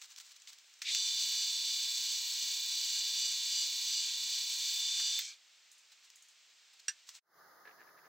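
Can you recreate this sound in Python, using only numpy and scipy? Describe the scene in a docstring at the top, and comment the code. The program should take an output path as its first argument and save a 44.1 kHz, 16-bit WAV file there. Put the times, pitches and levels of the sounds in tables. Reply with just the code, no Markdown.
"""Sandpaper crackles as it is folded by a small wood lathe, heard through a microphone pair in a home
workshop. The work runs in fast motion, so everything lies two octaves high. A switch clacks, the motor
whines, and the paper hisses on the spinning wood and makes it sing. The lathe coasts to rest, a hand
strokes the work and a steel part clanks; then the quiet room fades in at natural pace."""
import sys
import numpy as np
from scipy import signal
from scipy.fft import rfft, irfft, next_fast_len
from scipy.io import wavfile

SR = 44100
rng = np.random.default_rng(int(sys.argv[2]) if len(sys.argv) > 2 else 0)


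def to_wav(s):
    """Save 16-bit WAV."""
    ch = np.atleast_2d(s).T  # columns
    pcm = np.round(np.clip(ch, -1, 1) * 32767)  # PCM
    wavfile.write(sys.argv[1], SR, pcm.astype(np.int16))


N = 356311
TIME = np.arange(N) / SR

# Times and frequencies are as heard at the microphones, fast motion included.
ON_S, OFF_S, RUN_UP_S, COAST_S = .818, 5.199, .10, 0.1876
BELT_HZ, ROTOR_HZ, SPINDLE_HZ = 19.2, 117.8, 33.66  # laps or turns a second at full speed
HUM_HZ, WHINE_HZ, EDGE_HZ = 480, 4015, 15830  # mains hum, rotor whine, top of the band

# Resonances of casting and spindle. Each row: frequency in Hz, width in Hz, lift in dB.
CASTING = [(1588, 19, 13), (1660, 27, 8.5), (2245, 33, 14), (2348, 45, 12), (2572, 63, 11),
           (3148, 29, 16.5), (3444, 140, 9.5), (3592, 59, 9.5), (4340, 140, 8), (5030, 43, 11),
           (5446, 80, 10.5), (5770, 22, 17), (6000, 64, 10), (6225, 99, 14), (6583, 45, 14),
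           (6720, 92, 9.5), (7080, 100, 10), (7464, 49, 14.5), (7930, 130, 12.5), (8664, 35, 13.5)]
# Tone of a dry tick or crack. Each row: frequency in Hz, relative level in dB.
TICK_COLOUR = [(100, -59), (500, -39.5), (1700, 0.5), (6000, 13), (8600, 5), (9800, -14), (15500, -3.5)]


def amp(db):
    """Decibels to gain."""
    return 10 ** (np.asarray(db) / 20)


def unit(x):
    """Scales to rms 1."""
    return x / np.sqrt(np.mean(x ** 2) + 1e-20)


def colour(points, hz):
    """Gain of a spectrum whose rows give frequency in Hz and level in dB."""
    f, db = np.transpose(points)
    return amp(np.interp(np.log(hz + 1), np.log(f), db))


def shaped(x, points, band=(0, SR), modes=()):
    """Colours x with a spectrum and resonances; the result has rms 1 within the band."""
    size = next_fast_len(len(x))
    hz = np.fft.rfftfreq(size, 1 / SR)
    peaks = sum(amp(db) ** 2 / (1 + (2 * (hz - f) / width) ** 2) for f, width, db in modes)
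    z = rfft(x, size) * colour(points, hz) * np.sqrt(1 + peaks)
    power = 2 * np.sum(abs(z[(hz >= band[0]) & (hz <= band[1])]) ** 2) / size ** 2
    return irfft(z / np.sqrt(power), size)[:len(x)]


def wander(rate):
    """Random drift of rms 1, mostly slower than the rate in Hz."""
    size = next_fast_len(N)
    hz = np.fft.rfftfreq(size, 1 / SR)
    return unit(irfft(rfft(rng.standard_normal(size)) / (1 + (hz / rate) ** 2), size)[:N])


def follow(rows):
    """A curve over time, read at every sample."""
    return np.interp(TIME, *np.transpose(rows))


def swells(rows):
    """Soft bumps of gain. Each row: middle in seconds, level in dB, length in seconds."""
    bumps = (amp(db) * np.exp(-np.minimum((2 * (TIME - s) / length) ** 2, 50)) for s, db, length in rows)
    return np.sqrt(sum(bump ** 2 for bump in bumps))


def spin(turns):
    """A unit phasor that makes the given turns from a random start."""
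    return np.exp(2j * np.pi * (turns + rng.random()))


def add(mix, s, sound):
    """Mixes a sound in at s seconds."""
    part = mix[max(round(s * SR), 0):][:len(sound)]
    part += sound[:len(part)]


def grit(per_s, spread_db):
    """Tiny impacts of uneven size."""
    size = amp(spread_db * np.minimum(rng.exponential(1, N), 4))
    return unit(rng.standard_normal(N) * size * (rng.random(N) < per_s / SR))


def snaps(rows, points, crack_t60, tail_db, tail_t60, modes=()):
    """Short cracks with the workshop's diffuse tail. Each row: start in seconds, level in dB."""
    out, t = np.zeros(N), np.arange(SR // 5) / SR
    decay = amp(-60 * t / crack_t60) + amp(tail_db - 60 * t / tail_t60)
    for s, db in rows:
        add(out, s, amp(db) * decay * rng.standard_normal(len(t)))
    return np.std(out) * shaped(out, points, modes=modes)


def spread(x, points, side_db, balance_db, t60):
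    """Reflections from bench and walls reach the two microphones with opposite signs."""
    t = np.arange(SR // 2) / SR
    echoes = rng.standard_normal(len(t)) * amp(-60 * t / t60)
    reflected = signal.oaconvolve(x, echoes / np.linalg.norm(echoes))
    size = next_fast_len(len(reflected))
    spectrum = rfft(reflected, size) * colour(points, np.fft.rfftfreq(size, 1 / SR))
    side = amp(side_db) * irfft(spectrum, size)[:N]
    return np.array([(x + side) * amp(balance_db / 2), (x - side) * amp(-balance_db / 2)])


def fast_room():
    """The workshop's room tone, a thin hiss in fast motion."""
    # Tone of the air. Each row: frequency in Hz, relative level in dB.
    air_colour = [(130, -43.5), (260, -23), (1030, -10.5), (2500, -1), (4260, -0.5), (7600, -5),
                  (8640, -13), (9800, -29.5), (10700, -22), (12200, -25.5), (15800, -19)]
    return amp(-64.5) * shaped(rng.standard_normal(N), air_colour)


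def natural_room(fade_in_s=7.17, fade_length_s=0.22):
    """Room tone at natural pace fades in with a faint drone, soft shuffling and a few clinks."""
    # Tone of the air and of small movements. Each row: frequency in Hz, relative level in dB.
    air_colour = [(50, -24), (250, -12), (370, -3), (900, -1), (1230, -1), (1430, 0.5), (1680, 0),
                  (2050, -5.5), (2450, -28), (4800, -11.5), (7100, -17.5), (8000, -52), (9000, -22),
                  (15500, -14)]
    movement_colour = [(100, -28), (350, 7), (1000, 0), (1700, 9.5), (2200, 4.5), (2800, 0), (3200, -11),
                       (4000, -5), (8000, -30)]
    # A sleeve or shoe shuffles. Each row: middle in seconds, level in dB, length in seconds.
    shuffles = [(7.68, -58.5, 0.047), (7.81, -61, 0.051), (7.88, -64, 0.04), (7.985, -62.5, 0.03),
                (8.055, -64.5, 0.038)]
    # Something loose clinks. Each row: start in seconds, level in dB.
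    clink_hits = [(7.654, -54), (7.676, -52), (7.711, -56)]
    air = shaped(rng.standard_normal(N), air_colour, band=(200, 2200), modes=[(1230, 36, 8.7)])
    drone = amp(-24.0) * np.sin(2 * np.pi * 161 * TIME)
    scuff = shaped(grit(per_s=2500, spread_db=3.0), movement_colour, modes=[(1704, 59, 12.7)])
    clinks = snaps(clink_hits, movement_colour, crack_t60=0.033, tail_db=-15, tail_t60=0.18,
                   modes=[(1680, 52, 11)])
    fade = np.clip((TIME - fade_in_s) / fade_length_s, 0, 1) ** 3
    return fade * (amp(-63.5) * (air + drone) + swells(shuffles) * scuff + clinks)


def knock(s, db, hz):
    """A crack over the dull thud of the struck body."""
    crack = snaps([(s, db + 0.5)], TICK_COLOUR, crack_t60=0.026, tail_db=-4.5, tail_t60=0.17,
                  modes=[(hz, hz / 2, 12)])
    body = [(hz / 30, -30), (hz / 8, -40), (hz / 2, -11), (hz, 0), (hz * 3, -22)]
    thud = snaps([(s, db - 20.5)], body, crack_t60=0.029, tail_db=-7.5, tail_t60=0.21)
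    return crack + thud


def handling():
    """Hands at the bench: paper and skin rustle in clumps of grains, creases snap, the switch clacks."""
    # The sheet flexes; later the hand slides on wood and tool rest.
    # Each row: middle in seconds, level in dB, length in seconds.
    rustles = [(.022, -50, 0.012), (.04, -56.5, 0.045), (.115, -56.5, 0.041), (.184, -53, 0.017),
               (.208, -55, 0.024), (.26, -62.5, 0.08), (.318, -56.5, 0.022), (.367, -60, 0.014),
               (.49, -53.5, 0.03), (.531, -59, 0.02), (5.925, -60, .02), (6.05, -62.5, 0.041),
               (6.738, -59.5, 0.012), (6.8, -57, 0.013), (7.08, -59, 0.023), (7.156, -54.5, 0.044)]
    # Paper crackles and light taps, then dry skin catching on the turned grooves.
    # Each row: start in seconds, level in dB.
    tick_hits = [(.0165, -37), (.162, -41), (.1805, -47), (.186, -48), (.2005, -38), (.364, -49), (.4, -52),
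                 (.4205, -46.5), (.532, -44), (.586, -45), (.739, -49.5), (.792, -50.5), (.9485, -22.5),
                 (6.102, -45), (7.0915, -40)]
    skin_hits = [(5.7159, -60), (5.7274, -66), (5.7813, -64), (6.1574, -59), (6.2233, -61.5),
                 (6.2854, -62.5)]
    # Tone of the rustle and of the catching skin. Each row: frequency in Hz, relative level in dB.
    rustle_colour = [(100, -53.5), (500, -30), (1100, -11.5), (1900, -9), (3700, -2.5), (7800, -2),
                     (9700, -21.5), (10900, -16.5), (12100, -23), (15800, -13)]
    skin_colour = [(2000, -67), (6000, -2), (6600, 7.5), (11000, -8.5), (12000, -13)]
    # The sheet flapping, the switch, paper meeting wood, knocks on bench and tool rest.
    # Each row: start in seconds, relative level in dB, body resonance in Hz.
    knock_hits = [(0.4737, -51, 3300), (0.8182, -38.5, 1940), (.949, -38.5, 3240), (4.9982, -39, 1130),
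                  (5.1911, -38, 2200), (7.089, -49, 1080), (7.169, -62, 1045)]
    grains = grit(per_s=14000, spread_db=.7) * amp(1.4 * wander(90))
    effort = swells(rustles) + amp(-68.0) * (TIME < ON_S)
    rustle = effort * shaped(grains, rustle_colour, band=(2000, 9000), modes=[(4050, 340, 1.0)])
    ticks = snaps(tick_hits, TICK_COLOUR, crack_t60=.006, tail_db=-16, tail_t60=.07)
    catches = snaps(skin_hits, skin_colour, crack_t60=0.015, tail_db=-1.5, tail_t60=0.17)
    knocks = sum(knock(*row) for row in knock_hits)
    return rustle + ticks + catches + knocks


def clank(start_s=6.882):
    """A steel part hits its stop: a hard crack and briefly ringing modes."""
    # Modes of the steel. Each row: frequency in Hz, relative level in dB, seconds to fall 60 dB.
    steel = [(1561, -11, 0.088), (1658, -1, 0.06), (1782, -9.5, .11), (2760, -1.5, 0.06),
             (4680, -6.5, 0.07), (5376, -4, .05), (5650, 3, 0.054), (5726, 5, 0.067), (5900, -4, 0.093),
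             (7300, -8, .069), (8500, -3, 0.06)]
    # Tone of the crack. Each row: frequency in Hz, relative level in dB.
    crack_colour = [(200, -43), (900, -19), (1500, 3), (8500, 1), (9900, -20), (15600, -22)]
    ringing, t = np.zeros(N), np.arange(SR // 5) / SR
    modes = sum(amp(db - 60 * t / t60) * np.sin(2 * np.pi * hz * t) for hz, db, t60 in steel)
    add(ringing, start_s, amp(-31) * modes * (1 - np.exp(-t / 0.0011)))
    return ringing + snaps([(start_s, -38)], crack_colour, crack_t60=0.016, tail_db=-1, tail_t60=0.11)


def spark():
    """The switch contacts spark thinly as they open."""
    spark_colour = [(1000, -50), (11500, -17), (13500, 12)]
    return snaps([(5.191, -30.5)], spark_colour, crack_t60=0.008, tail_db=-10, tail_t60=0.06)


def speed():
    """Share of full speed: a quick run-up, then a coast to rest."""
    return np.clip((TIME - ON_S) / RUN_UP_S, 0, 1) * np.clip(1 - (TIME - OFF_S) / COAST_S, 0, 1)


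def running_time():
    """Time as the shafts count it: the motor sags as the paper is pressed on."""
    # The rotor whine under load. Each row: time in seconds, pitch at full speed in Hz.
    pitch = [(1.05, 4023), (1.8, 4016), (2.3, 4006), (2.92, 4012), (3.2, 4022), (3.7, 4010), (4.6, 4010),
             (4.87, 4026)]
    return np.cumsum(follow(pitch) / WHINE_HZ * speed() * (1 + 0.0002 * wander(25))) / SR


def bearings(clock):
    """Wavering tones fall as the lathe coasts, while a rattle in the casting beats with the slowing rotor."""
    # Bearings and pulleys at full speed. Each row: frequency in Hz, level in dB.
    partials = [(1075, -83), (1600, -77.5), (2795, -63), (2957, -61), (3746, -57.5), (4238, -56.5),
                (4345, -54.5), (4715, -55.5), (6020, -58.5), (7290, -56)]
    # Tone of the rattle. Each row: frequency in Hz, relative level in dB.
    rattle_colour = [(300, -50), (1250, -7), (2000, -10), (2350, 5), (2900, -6), (5000, -17)]
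    tones = sum(amp(db) * (1 + .3 * wander(6.6)) * spin(hz * clock + .08 * wander(6)).real
                for hz, db in partials)
    knocking = 1 + .4 * spin(ROTOR_HZ * clock).real
    rattle = knocking * shaped(rng.standard_normal(N), rattle_colour, modes=CASTING)
    return np.sqrt(2) * speed() ** 4.5 * tones + swells([(5.3, -56.5, 0.09)]) * rattle


def belt_rasp():
    """The belt rasps while it pulls the spindle up to speed."""
    # Tone of the rasp. Each row: frequency in Hz, relative level in dB.
    rasp_colour = [(300, -61), (1500, -27.5), (2250, 0), (3000, -5.5), (3700, 2), (6000, -11.5),
                   (10000, -34)]
    return swells([(.887, -36.5, 0.065)]) * shaped(rng.standard_normal(N), rasp_colour)


def surface(clock, hz, size=16384):
    """Roughness on a turning part: the same pattern comes round with every turn."""
    count = int(EDGE_HZ / hz)
    orders = amp(2 * rng.standard_normal(count)) * np.exp(2j * np.pi * rng.random(count))
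    one_turn = unit(irfft(np.r_[0, orders], size))
    turns = hz * clock + .0006 * wander(4)
    return np.interp(turns % 1 * size, np.arange(size), one_turn)


def rubbing(clock, spindle_share=.42, belt_share=.27):
    """Friction of the turning parts: mostly a repeating churn, with a little fresh hiss."""
    spindle = np.sqrt(spindle_share) * surface(clock, SPINDLE_HZ)
    belt = np.sqrt(belt_share) * surface(clock, BELT_HZ)
    hiss = np.sqrt(1 - spindle_share - belt_share) * rng.standard_normal(N)
    return np.sqrt(speed()) * (spindle + belt) + hiss


def ring(friction, hz, width, steady):
    """Friction singing in one narrow resonance; steady (0-1) evens out its loudness."""
    pole = np.exp(-np.pi * width / SR + 2j * np.pi * hz / SR)
    z = signal.lfilter([1], np.poly([pole, pole]), friction)
    return unit(z.real / (abs(z) + 1e-9) ** steady)


def hand_strokes(stroke_s=0.3677, turn_s=3.585, squeal_s=0.15):
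    """Level in dB of the wood's singing: it peaks each time the hand turns in its even to and fro."""
    # The paper grabs and the wood squeals. Each row: middle in seconds, level in dB.
    squeals = [(1.0, -45.5), (1.23, -41), (1.44, -43.5), (2.993, -42), (3.25, -42.5), (3.589, -40.5),
               (3.98, -43), (4.86, -44), (5.06, -43.5)]
    swing = np.cos(2 * np.pi * (TIME - turn_s) / stroke_s)
    grabs = swells([(s, db, squeal_s) for s, db in squeals])
    return 20 * np.log10(amp(-50 + 6.5 * swing) + grabs)


def casting_and_wood(clock):
    """Friction rings the casting, throbbing with rotor and hum, and makes the wood sing under the paper."""
    # Broad tone of the running lathe. Each row: frequency in Hz, relative level in dB.
    lathe_colour = [(55, -61.5), (100, -72), (160, -72.5), (230, -64), (1000, -26), (2000, -17),
                    (3000, -9.5), (4200, 1.5), (5300, -3.5), (8000, -7.5), (8800, -14.5), (9800, -27),
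                    (10900, -13.5), (12100, -25)]
    # Resonances of the wood. Each row: frequency in Hz, width in Hz, relative level in dB.
    wood_modes = [(2925, 90, -14.5), (4720, 130, -6), (6004, 180, -8.5), (7306, 110, -10.5)]
    throb = 1 + 0.11 * spin(ROTOR_HZ * clock).real + 0.072 * np.cos(2 * np.pi * HUM_HZ * TIME)
    rattle = shaped(rubbing(clock) * throb, lathe_colour, band=(5200, 8500), modes=CASTING)
    stroke_db = hand_strokes()
    rattle *= amp(-44 + 0.12 * (stroke_db - np.mean(stroke_db)) + 0.78 * wander(10.0))
    friction = rubbing(clock)
    wood = sum(amp(db) * ring(friction, hz, width, steady=0.3) for hz, width, db in wood_modes)
    return speed() ** 1.2 * (rattle + amp(stroke_db) * wood)


def sanding(clock):
    """Grit scratches the wood, harder once in every turn of the spindle."""
    # Paper pressed on the wood. Each row: time in seconds, level of the topmost hiss in dB.
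    pressure = [(1.0, -62), (1.26, -55.5), (1.58, -59), (2.05, -55.5), (2.75, -57), (2.84, -55.5),
                (2.92, -57), (3.4, -59), (3.87, -56), (4.04, -60.5), (4.79, -55), (4.82, -62), (5.14, -61)]
    # Tone of the hiss. Each row: frequency in Hz, relative level in dB.
    hiss_colour = [(200, -65.5), (4000, 5.5), (8000, 3.5), (9800, -10.5), (11000, -1.5), (12100, -10.5),
                   (13400, 3.5), (15700, 4)]
    scratch = grit(per_s=12000, spread_db=2.0) * (1 + .2 * spin(SPINDLE_HZ * clock).real)
    return amp(follow(pressure)) * speed() ** 4 * shaped(scratch, hiss_colour, band=(12800, 15600))


def motor(clock):
    """The mains hum holds its pitch; rotor slots passing the field whine with sidebands one hum apart."""
    # Magnetic hum. Each row: multiple of the hum frequency, level in dB.
    harmonics = [(1, -87.5), (2, -72), (4, -69), (5, -61), (6, -59)]
    # Partials of the whine. 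Each row: offset in multiples of the hum, gain in dB, flutter depth.
    sidebands = [(-1, 2.3, 0.19), (0, 0.8, 0.06), (1, 1, 0.09), (2, -9, .06)]
    # The lower sideband, weaker under load, and the other partials.
    # Each row: time in seconds, relative level in dB.
    lower_levels = [(0.94, -43.5), (1.15, -43.5), (1.9, -47), (2.3, -55.5), (2.6, -49), (2.92, -50.5),
                    (3.2, -44.5), (3.75, -49), (4.38, -48), (4.55, -52), (4.8, -42.5), (5.16, -42)]
    upper_levels = [(1.85, -45), (2.3, -48.5), (2.75, -45.5), (3.7, -46.5), (4.87, -48)]
    powered = speed() ** 2 * amp(-60 * np.maximum(TIME - OFF_S, 0) / 0.042)
    field = HUM_HZ * TIME
    hum = sum(amp(db) * (1 + 0.18 * wander(33)) * spin(k * field).real for k, db in harmonics)
    # each turn of spindle and rotor tugs at the whine, most audibly when the whine is weak
    turn = spin(SPINDLE_HZ * clock)
    flutter = turn + 0.45 * turn.conj() + 0.5 * spin(ROTOR_HZ * clock)
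    whine = 0
    for offset, db, depth in sidebands:
        level = amp(follow(lower_levels if offset < 0 else upper_levels))
        tone = spin(WHINE_HZ * clock + offset * field)
        whine += amp(db) * (tone * (level + depth * np.mean(level) * flutter)).real
    # the whine only sings out close to full speed
    return np.sqrt(2) * powered * (hum + speed() ** 8 * whine)


def scene(fast_ends_s=7.19):
    """At the microphone pair: the fast-motion work, cut off sharply, then the room at natural pace."""
    # Sound that differs between the microphones, from the bench and from the room around it.
    # Each row: frequency in Hz, relative level in dB.
    bench_side = [(250, -22), (1000, -31), (2400, -31.5), (4500, -14.5), (8000, -4.5), (13000, -7.5)]
    room_side = [(250, -6), (900, -10.5), (2000, -6), (6000, -3), (9000, -4.5), (15000, -4)]
    clock = running_time()
    lathe = spark() + motor(clock) + bearings(clock)
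    lathe += casting_and_wood(clock) + belt_rasp() + sanding(clock)
    room = fast_room()
    fast = spread(lathe, bench_side, side_db=-7.0, balance_db=-0.74, t60=.15)
    fast += spread(handling(), bench_side, side_db=-2.5, balance_db=0.0, t60=.12)
    fast += spread(room, room_side, side_db=-6.0, balance_db=-0.6, t60=.12)
    fast += spread(clank(), bench_side, side_db=-5.0, balance_db=-1.5, t60=0.043)
    fast *= amp(-60 * np.maximum(TIME - fast_ends_s, 0) / 0.026)
    natural = spread(natural_room(), room_side, side_db=0.5, balance_db=-0.5, t60=0.16)
    faint_hiss = amp(-100.5) * rng.standard_normal((2, N))
    return fast + natural + faint_hiss


def record(dry):
    """The recorder's band limit cuts the highest treble."""
    lowpass = signal.firwin(801, EDGE_HZ, window=("kaiser", 8), fs=SR)
    return signal.oaconvolve(dry, lowpass[None], "same")


dry = scene()
out = record(dry)
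to_wav(out)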